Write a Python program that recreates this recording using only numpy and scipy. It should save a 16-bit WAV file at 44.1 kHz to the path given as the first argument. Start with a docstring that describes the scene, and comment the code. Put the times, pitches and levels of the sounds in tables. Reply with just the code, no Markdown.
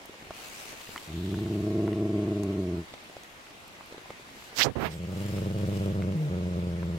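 """A wet forest, a hand-held camera close to a dog. It growls three times, low and with its mouth nearly
shut: vocal pulses ring in throat and muzzle, weakening and slowing with each flap of the rumble, and a
short hum joins the last two growls. Far water and leaves rush, drops pat down from the trees, twigs tick
and a nylon jacket sleeve swishes as the camera moves. After the first growl a finger slides over the
right microphone port, seals it and lifts off."""
import sys
import numpy as np
from scipy import signal
from scipy.fft import rfft, irfft, next_fast_len
from scipy.io import wavfile
from scipy.ndimage import uniform_filter1d, map_coordinates

SR = 44100
rng = np.random.default_rng(int(sys.argv[2]) if len(sys.argv) > 2 else 0)


def pcm_store(signal):
    """Save signal as 16-bit PCM."""
    levels = np.round(np.clip(np.atleast_2d(signal), -1, 1) * 32767)
    wavfile.write(sys.argv[1], SR, levels.astype(np.int16).T)


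N = 307816
T = np.arange(N) / SR

# far water and leaves: (frequency [Hz], relative density [dB])
FOREST_SPECTRUM = [(15, -42), (25, -7), (96, -4), (160, -5.5), (215, -3.5), (340, -4), (433, -5), (509, -5),
                   (804, -4.5), (1080, -6), (1410, -7), (2120, -5.5), (10100, -23), (13200, -31),
                   (15500, -28)]
# how alike the two ports hear them: (frequency [Hz], correlation [-1 to 1])
FOREST_LIKENESS = [(60, 0.25), (180, 0.92), (550, 0.46), (1650, -0.41), (4970, 0.2), (15000, -0.73)]
# twigs and leaves ticking: (time [s], level [dB], ring [Hz], relative fizz [dB])
TWIG_TICKS = [(0.057, -42, 13900, -3), (0.8733, -36.5, 2760, -16), (0.9777, -27, 3040, -18),
              (1.343, -33.5, 1490, -11), (1.3886, -31.5, 810, -17), (1.4636, -37, 1340, -16),
              (1.878, -31, 1410, -23), (1.93, -32.5, 2830, -30), (2.4345, -33, 1080, 3.5),
              (3.04, -51, 12400, -6), (3.235, -43, 3560, 10), (3.6796, -45.5, 11700, 0),
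              (3.86, -48, 13000, -6), (5.382, -34.5, 1240, -21), (6.022, -30.5, 2120, -15),
              (6.8298, -32, 970, -21)]
# a twig's modes: (frequency [multiple of the ring], gain [share])
WOOD_MODES = [(1, 0.82), (.69, 0.75)]
# near drops on soil and cloth: (time [s], level [dB], ring [Hz], relative spatter [dB])
NEAR_DROPS = [(0.053, -35.5, 660, -18), (0.095, -37, 403, -15), (0.307, -27.5, 650, -11),
              (0.729, -34.5, 533, -15), (0.891, -34, 420, -7), (0.961, -23.5, 1250, -26),
              (2.938, -34, 600, -1), (3.167, -32, 546, -8), (3.098, -38.5, 403, -14),
              (3.809, -33.5, 1060, -24), (3.924, -35, 480, -7), (3.945, -37, 450, -14),
              (3.98, -36.5, 420, -5), (4.058, -39, 700, -9), (4.104, -30.5, 546, -12),
              (4.529, -38, 470, -15)]

# the sleeve's body, then its hiss when sliding fast: (frequency [Hz], relative density [dB])
CLOTH_SPECTRUM = [(100, -1), (300, 2.5), (700, 4), (1500, 1), (2000, 0), (2800, 4.5), (3500, -1),
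                  (5500, -8), (7500, -6), (10000, -12), (13000, -8.5), (16000, -20)]
HISS_SPECTRUM = [(1500, -35), (3500, -3), (5000, -1.5), (7300, -2.5), (10000, -8.5), (13000, -11),
                 (16000, -10.5)]
# moves of the arm: (peak time [s], relative level [dB], rise [s], fall [s])
SLEEVE_SWISHES = [(0.42, -48, 0.17, 0.61), (0.63, -50.5, 0.3, 0.8), (.96, -52, 0.27, 0.19),
                  (1.28, -54, 1, 0.95), (4.46, -52.5, 0.23, 0.067), (5.27, -50, 0.32, 0.47),
                  (5.78, -51, 0.4, 0.25)]
# the weave scrapes: (peak time [s], relative level [dB], rise [s], fall [s], centre [Hz],
# glide [octaves/s])
WEAVE_SCRAPES = [(.55, -53, 0.46, 0.47, 2420, 0), (1.25, -54.5, 0.42, 0.4, 3550, 0)]

# the microphone port's own colour: (frequency [Hz], gain [dB])
PORT_COLOUR = [(5500, 10.5), (8000, 1.5), (9800, -9), (13000, -5.5), (16000, -6)]
# what still enters the right port under the finger: (time [s], gain [dB])
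PORT_SEAL = [(4.6, 0), (4.7, -28), (4.76, -28), (4.89, 0)]
# the fingertip scrapes the port, whose cavity rings: (peak time [s], relative level [dB], rise [s],
# fall [s], resonance [Hz], glide [octaves/s], width [octaves])
FINGER_SCRAPES = [(4.603, -21, 0.042, 0.038, 3830, -35, 0.95), (4.621, -17, 0.034, 0.038, 2840, 38, 0.43),
                  (4.815, -34, 0.027, 0.056, 1330, 2, 0.46), (4.86, -30.5, 0.028, 0.029, 1950, 12, 0.41),
                  (4.92, -45, 0.026, 0.051, 3120, -23, 1), (4.945, -51.5, 0.072, 0.069, 8400, -3, 0.092)]
# it presses on the port: (peak time [s], level [dB], rise [s], fall [s], corner [Hz], glide [octaves/s])
FINGER_THUDS = [(4.609, -28.5, 0.057, 0.024, 1300, -38), (4.657, -21, 0.024, 0.07, 820, -32),
                (4.761, -23.5, 0.0094, 0.071, 388, -1), (4.843, -24.5, 0.067, 0.057, 830, -1)]

# the voice breaks into a higher register: (time [s], pitch [Hz], level [dB])
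HUM_COURSE = [(6.16, 174.7, -27), (6.185, 154, -29), (6.215, 156.3, -27), (6.25, 151, -28.5),
              (6.275, 145, -29.5), (6.29, 144, -30)]
# the hum's harmonics: (frequency [multiple of the pitch], relative level [dB])
HUM_HARMONICS = [(1, 11), (2, -8), (3, -8), (4, -34)]
# throat and muzzle, lips slightly parted, then shut: (frequency [Hz], gain [dB])
MUZZLE_PARTED = [(45, -24), (70, 1.5), (100, 0.5), (175, 4), (205, 2.5), (235, -3.5), (280, 0.5),
                 (330, 7.5), (410, 1.5), (470, -8.5), (525, -23.5), (580, -10.5), (635, -3.5), (690, -13),
                 (760, -20), (880, -36), (1000, -29.5), (1085, -18), (1230, -40), (1340, -29), (1600, -56),
                 (3000, -68)]
MUZZLE_SHUT = [(40, -12), (65, -4), (90, -0.5), (140, 4.5), (190, 1.5), (215, -7), (245, -22), (290, -8.5),
               (330, -8.5), (500, -11), (600, -12.5), (660, -18), (730, -27), (850, -29), (1000, -30.5),
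               (1300, -29), (3000, -69)]
# what each band loses when the voice dulls: (frequency [Hz], loss [share])
DULLING_SHARES = [(100, 0), (190, 0.11), (330, 0.36), (420, 0.49), (640, 0.83)]
# the growls: (start [s], end [s], full pitch [Hz], pitch rise [s], sag [Hz], lateness of the sag [power],
# relative level [dB], swell [s], mouth opening [s], dulling before it opens [dB, times the band's share],
# roughness [factor], flapping settles [s])
DOG_GROWLS = [(1.064, 2.85, 105, .2, 25.8, 5.95, -35, 0.08, 0.69, 26.5, 0.97, 1.6),
              (4.8, 6.175, 100.3, 0.28, 1.8, 3.44, -31, 0.3, 0.55, 2, 1.1, 1.14),
              (6.29, 7.02, 93, 0.0046, 9.5, 0.83, -33.5, 0.0054, .011, 2, 0.38, 0.79)]
# the voice catches and surges back: (time [s], depth [0-1])
VOICE_CATCHES = [(1.358, .9), (1.445, .7), (1.488, .7), (1.62, 1), (1.732, .5), (1.86, .2), (1.948, .7),
                 (2.122, .3), (2.255, .4), (4.915, .6), (4.98, 1), (5.065, .8), (5.148, .5), (5.318, .8),
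                 (5.403, .8), (5.447, .7), (5.49, .8), (5.532, .8), (5.665, .9), (5.792, .6), (5.932, .9),
                 (6.025, .6), (6.06, .4), (6.11, .4), (6.355, .2)]


def amp(db):
    """Decibels to gain."""
    return 10 ** (np.asarray(db) / 20)


def unit(x):
    """Scaled to rms 1."""
    return x / np.sqrt(np.mean(x ** 2) + 1e-20)


def along(points, hz):
    """(Hz, value) points read on a log axis."""
    f, v = np.transpose(points)
    return np.interp(np.log(hz + 1), np.log(f + 1), v)


def curves(rows):
    """Each column after the time, read at every sample."""
    times, *columns = np.transpose(rows)
    return [np.interp(T, times, column) for column in columns]


def wobble(rate):
    """A smooth random curve, rate knots a second."""
    return map_coordinates(rng.standard_normal(int(N * rate / SR) + 4), [T * rate])


def swell(peak_s, rise_s, fall_s):
    """Gain of one stroke: a rounded hump, 20 dB down at rise_s before its peak and fall_s after it."""
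    distance = (T - peak_s) / np.where(T < peak_s, rise_s, fall_s)
    return amp(-20 * np.minimum(distance ** 2, 10))


def filtered(x, response):
    """x times a response of frequency."""
    size = next_fast_len(N + SR // 2)
    return irfft(rfft(x, size) * response(np.fft.rfftfreq(size, 1 / SR)), size)[..., :N]


def causal(spectrum, size=8192):
    """Log gain and phase of the causal filter that has this spectrum."""
    cepstrum = irfft(np.log(amp(along(spectrum, np.fft.rfftfreq(size, 1 / SR)))))
    cepstrum[1:size // 2] *= 2
    cepstrum[size // 2 + 1:] = 0
    return rfft(cepstrum)


def rush(spectrum, likeness, patchy_db):
    """Stereo noise of rms 1 with patches of random gain; likeness lists (Hz, left-right correlation)."""
    bins = signal.stft(rng.standard_normal((2, N)), nperseg=512)[2]
    patches = uniform_filter1d(rng.standard_normal(bins.shape[1:]), size=6, axis=0)
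    patches = uniform_filter1d(patches, size=12, axis=1)
    pair = signal.istft(bins * amp(patchy_db * unit(patches)), nperseg=512)[1][:, :N]
    angle = lambda hz: np.arccos(np.clip(along(likeness, hz), -1, 1)) / 2
    colour = lambda hz: amp(along(spectrum, hz)) * [np.cos(angle(hz)), np.sin(angle(hz))]
    mid, side = filtered(pair, colour)
    return unit(np.array([mid + side, mid - side]))


def swept(stroke, shape):
    """One stroke of noise whose spectral shape glides while it swells and fades."""
    s, db, rise_s, fall_s, centre_hz, glide, *width = stroke
    hz, t, bins = signal.stft(rng.standard_normal(N), SR, nperseg=256)
    gliding_hz = centre_hz * 2 ** (glide * np.clip(t - s, -rise_s, fall_s))
    gain = shape(hz[:, None] + 1, gliding_hz, *width)
    noise = signal.istft(bins * gain / np.sqrt(np.mean(gain ** 2, axis=0)), nperseg=256)[1][:N]
    return noise * amp(db) * swell(s, rise_s, fall_s)


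def plop(hz, cycles, grit, size=2048):
    """A short damped ring with a gritty edge, peak 1."""
    t = np.arange(size) / SR
    band = signal.butter(2, np.clip([hz / 2, hz * 2], 50, 18000), "bandpass", fs=SR)
    grain = unit(signal.lfilter(*band, rng.standard_normal(size)))
    decay = np.exp(-t * hz / cycles)
    rustle = decay + .11 * np.exp(-t / .008)
    attack = 1 - np.exp(-t / .00015)
    hit = (np.sin(2 * np.pi * hz * t) * decay + grit * grain * rustle) * attack
    return hit / np.abs(hit).max()


def forest(level_db=-49):
    """Far off, water and leaves rush steadily."""
    return amp(level_db + .6 * wobble(3)) * rush(FOREST_SPECTRUM, FOREST_LIKENESS, patchy_db=1.5)


def tree_echo(x, t60=.045):
    """Trunks and a boulder scatter a short echo back to the microphone."""
    t = np.arange(SR // 2) / SR
    tail = rng.standard_normal((2, len(t))) * amp(-60 * t / t60) * (t > .008)
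    return signal.fftconvolve(x, tail / np.linalg.norm(tail[0]), axes=1)[:, :N]


def twigs(ring_s=.0018):
    """Small twigs and leaves tick with a woody ring and a brief fizz."""
    out = np.zeros((2, N + SR))
    for s, db, hz, fizz_db in TWIG_TICKS:
        wood = sum(share * plop(hz * ratio, cycles=hz * ratio * ring_s, grit=.25)
                   for ratio, share in WOOD_MODES)
        fizz = np.array([plop(6500, cycles=1.9, grit=.52) for port in range(2)])
        out[:, round(s * SR):][:, :len(wood)] += amp(db) * (wood + amp(fizz_db) * fizz)
    return out[:, :N]


def drips(far_count=70, far_db=-43.5):
    """Drops land nearby with a dull pat and a spatter; fainter ones fall farther off."""
    out = np.zeros((2, N + SR))
    far = [(s, far_db + 1.5 * rng.standard_normal(), 800 * np.exp(.56 * rng.standard_normal()), -5)
           for s in rng.random(far_count) * N / SR]
    for s, db, hz, spatter_db in list(NEAR_DROPS) + far:
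        pat = plop(hz, cycles=1.1, grit=.5) + amp(-11) * plop(330, cycles=1.1, grit=.6)
        spatter = np.array([plop(2120, cycles=9.4, grit=1.9) for port in range(2)])
        out[:, round(s * SR):][:, :len(pat)] += amp(db) * (pat + amp(spatter_db) * spatter)
    return out[:, :N]


def sleeve(rest_db=-58, hiss_db=-2):
    """Beside the camera, nylon slides on nylon in tiny slips; a fast move of the arm adds a bright hiss."""
    swish_power = sum((amp(db) * swell(s, rise, fall)) ** 2 for s, db, rise, fall in SLEEVE_SWISHES)
    rub = np.sqrt(amp(rest_db) ** 2 + swish_power)
    slips = amp(.54 * wobble(25) + 1.75 * wobble(300))
    body = rush(CLOTH_SPECTRUM, [(300, .44), (1500, .092), (3000, .25)], patchy_db=1.5)
    speed = rub / rub.max()
    hiss = amp(hiss_db) * speed * rush(HISS_SPECTRUM, [(3000, .041)], patchy_db=2.5)
    weave = lambda hz, centre: np.exp(-(np.log2(hz / centre) / .35) ** 2)
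    scrape = np.array([sum(swept(row, weave) for row in WEAVE_SCRAPES) for port in range(2)])
    return slips * (rub * (body + hiss) + scrape) * amp([[.8], [-.8]])  # slightly left


def finger(knock_s=4.611, knock_db=-8):
    """Right on the microphone, skin hisses across the port, thuds as it seals it and rubs as it lifts."""
    def cavity(hz, centre, width):
        resonance = np.exp(-np.log2(hz / centre) ** 2 / (2 * width) ** 2)
        sizzle = .56 * np.exp(-((hz - 13000) / 2500) ** 2)
        return (resonance + .017 + sizzle) * amp(along(PORT_COLOUR, hz))

    rumble = lambda hz, corner: 1 / np.sqrt(1 + (hz / corner) ** 3.75)
    scrapes = sum(swept(row, cavity) for row in FINGER_SCRAPES) * amp(1.5 * wobble(400))
    touch = scrapes + sum(swept(row, rumble) for row in FINGER_THUDS)
    knock = amp(knock_db) * plop(2100, cycles=2.6, grit=1.0)  # the fingertip catches the rim
    touch[round(knock_s * SR):][:len(knock)] += knock
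    low_cut = lambda hz: hz ** 4 / (hz ** 4 + 48 ** 4)
    return filtered(touch, low_cut) * amp([[-44], [0]])  # the left port barely hears it


def hum(fade_s=.02):
    """The vocal folds tighten for a moment into a nearly pure, falling tone with a little rasp."""
    pitch, level_db = curves(HUM_COURSE)
    phase = 2 * np.pi * np.cumsum(pitch * (1 + .03 * wobble(120))) / SR
    tone = unit(sum(amp(db) * np.sin(round(k) * phase) for k, db in HUM_HARMONICS))
    breath = rng.standard_normal(N) * (1 + np.sin(phase))
    rasp_colour = causal([(150, -26), (300, -1), (600, -4), (850, -17), (3000, -37)])  # (Hz, dB)
    rasp = unit(signal.fftconvolve(breath, irfft(np.exp(rasp_colour)))[:N])
    inside_s = np.minimum(T - HUM_COURSE[0][0], HUM_COURSE[-1][0] - T)
    gate = np.clip(inside_s / fade_s + 1, 0, 1)
    return amp(level_db) * (tone + amp(-15) * rasp) * gate


def effort(row, slack_hz=76.63, onset_db=18, attack_s=.011, release_s=.058):
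    """One growl's course: pitch and level creep up, hold and sag; the mouth opens; the flapping settles."""
    start, end, full_hz, rise_s, sag_hz, lateness, db, swell_s, open_s, opening_db, rough, settle_s = row
    age = np.clip(T - start, 0, end - start)
    slack = np.exp(-(age / rise_s) ** 2)
    held_hz = full_hz - sag_hz * (age / (end - start)) ** lateness
    pitch = held_hz + (slack_hz - held_hz) * slack
    sag_octaves = np.log2(full_hz / held_hz)
    level_db = db - onset_db * np.exp(-age / swell_s) - 16.5 * sag_octaves
    dull_db = opening_db * np.clip(1 - age / open_s, 0, 1) + 27.5 * sag_octaves
    roughness = rough * (1 - slack) * np.exp(-(age / settle_s) ** 4)
    gate = np.clip(np.minimum(age / attack_s, (end - T) / release_s), 0, 1)
    return pitch, level_db, dull_db, roughness, gate


def flapping(t, pitch, pulses_per_flap=4.45, half_catch_s=.014):
    """Flaps counted along a growl, a whole number between two catches; and how hard the voice catches."""
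    catches = [(s, depth) for s, depth in VOICE_CATCHES if t[0] < s < t[-1]]
    free_flaps = np.cumsum(pitch) / SR / pulses_per_flap
    at_catches = np.interp([s for s, depth in catches], t, free_flaps)
    whole = np.cumsum(np.round(np.diff(at_catches, prepend=0)))
    flaps = free_flaps + np.interp(free_flaps, at_catches, whole - at_catches)
    catch = sum(depth * np.maximum(0, 1 - np.abs(t - s) / half_catch_s) for s, depth in catches)
    return flaps, catch


def growl(row, muzzle, rasp_db, size=4096):
    """Vocal pulses, each with a puff of air, ring in the throat; each flap weakens, dulls and slows them."""
    catch_drag, jitter, shimmer_db = .23, .027, 1.0
    puff_s, puff_edge_hz = .004, 750
    throat_rings = .6  # 0 = symmetric pulses, 1 = strike and ring
    live = (T > row[0]) & (T < row[1])
    pitch, level_db, dull_db, roughness, gate = (curve[live] for curve in effort(row))
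    flaps, catch = flapping(T[live], pitch)
    dip = roughness * amp(3 * wobble(20)[live]) * np.cos(np.pi * flaps) ** 4 + 1.5 * catch
    swing = .04 * (1 + roughness) * np.cos(2 * np.pi * (flaps - .08))  # pitch lags the level
    rate = pitch * (1 - swing - catch_drag * catch + jitter * wobble(90)[live])
    pulses = np.flatnonzero(np.diff(np.floor(np.cumsum(rate) / SR), prepend=-1))

    hz = np.fft.rfftfreq(size, 1 / SR)
    decay = np.exp(-np.arange(size) / SR / puff_s)
    puffs = rfft(rng.standard_normal((len(pulses), size)) * decay / np.linalg.norm(decay))
    puffs *= 1j * hz / (puff_edge_hz + 1j * hz)  # high-pass
    dulling = (dull_db + 4.5 * dip)[pulses, None] * causal(DULLING_SHARES, size)
    throat = causal(muzzle, size) - dulling
    lead = size // 8  # samples of room ahead of each pulse
    colour = np.exp(throat.real + 1j * (throat_rings * throat.imag - 2 * np.pi * hz * lead / SR))

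    strength = (gate * amp(level_db - 2 * dip) * SR / pitch / np.sqrt(2))[pulses, None]
    shimmer = amp(shimmer_db * rng.standard_normal(strength.shape))
    rings = strength * shimmer * irfft(colour * (1 + amp(rasp_db) * puffs))
    positions = np.flatnonzero(live)[pulses, None] + np.arange(size) - lead
    return np.bincount(positions.ravel(), rings.ravel(), N)[:N]


def dog():
    """Close to the microphone: the first growl from straight ahead, the rest from a little to the left."""
    first = growl(DOG_GROWLS[0], MUZZLE_PARTED, rasp_db=-10)
    second = growl(DOG_GROWLS[1], MUZZLE_SHUT, rasp_db=-6)
    third = growl(DOG_GROWLS[2], MUZZLE_SHUT, rasp_db=-5)
    lead_s = np.array([[1], [-1]]) * .00015  # early at the left port, late at the right
    return first + filtered(second + hum() + third, lambda hz: np.exp(2j * np.pi * hz * lead_s))


def scene():
    """Everything in the air reaches both microphone ports, but the finger shades the right one."""
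    near = dog() + drips() + twigs()
    air = near + amp(-23) * tree_echo(near) + forest() + sleeve()
    port_gains = amp([np.zeros(N), curves(PORT_SEAL)[0]])
    return air * port_gains + finger()


def record(dry):
    """The camera keeps nothing above its band limit."""
    return filtered(dry, lambda hz: hz < 15850)


dry = scene()
out = record(dry)
pcm_store(out)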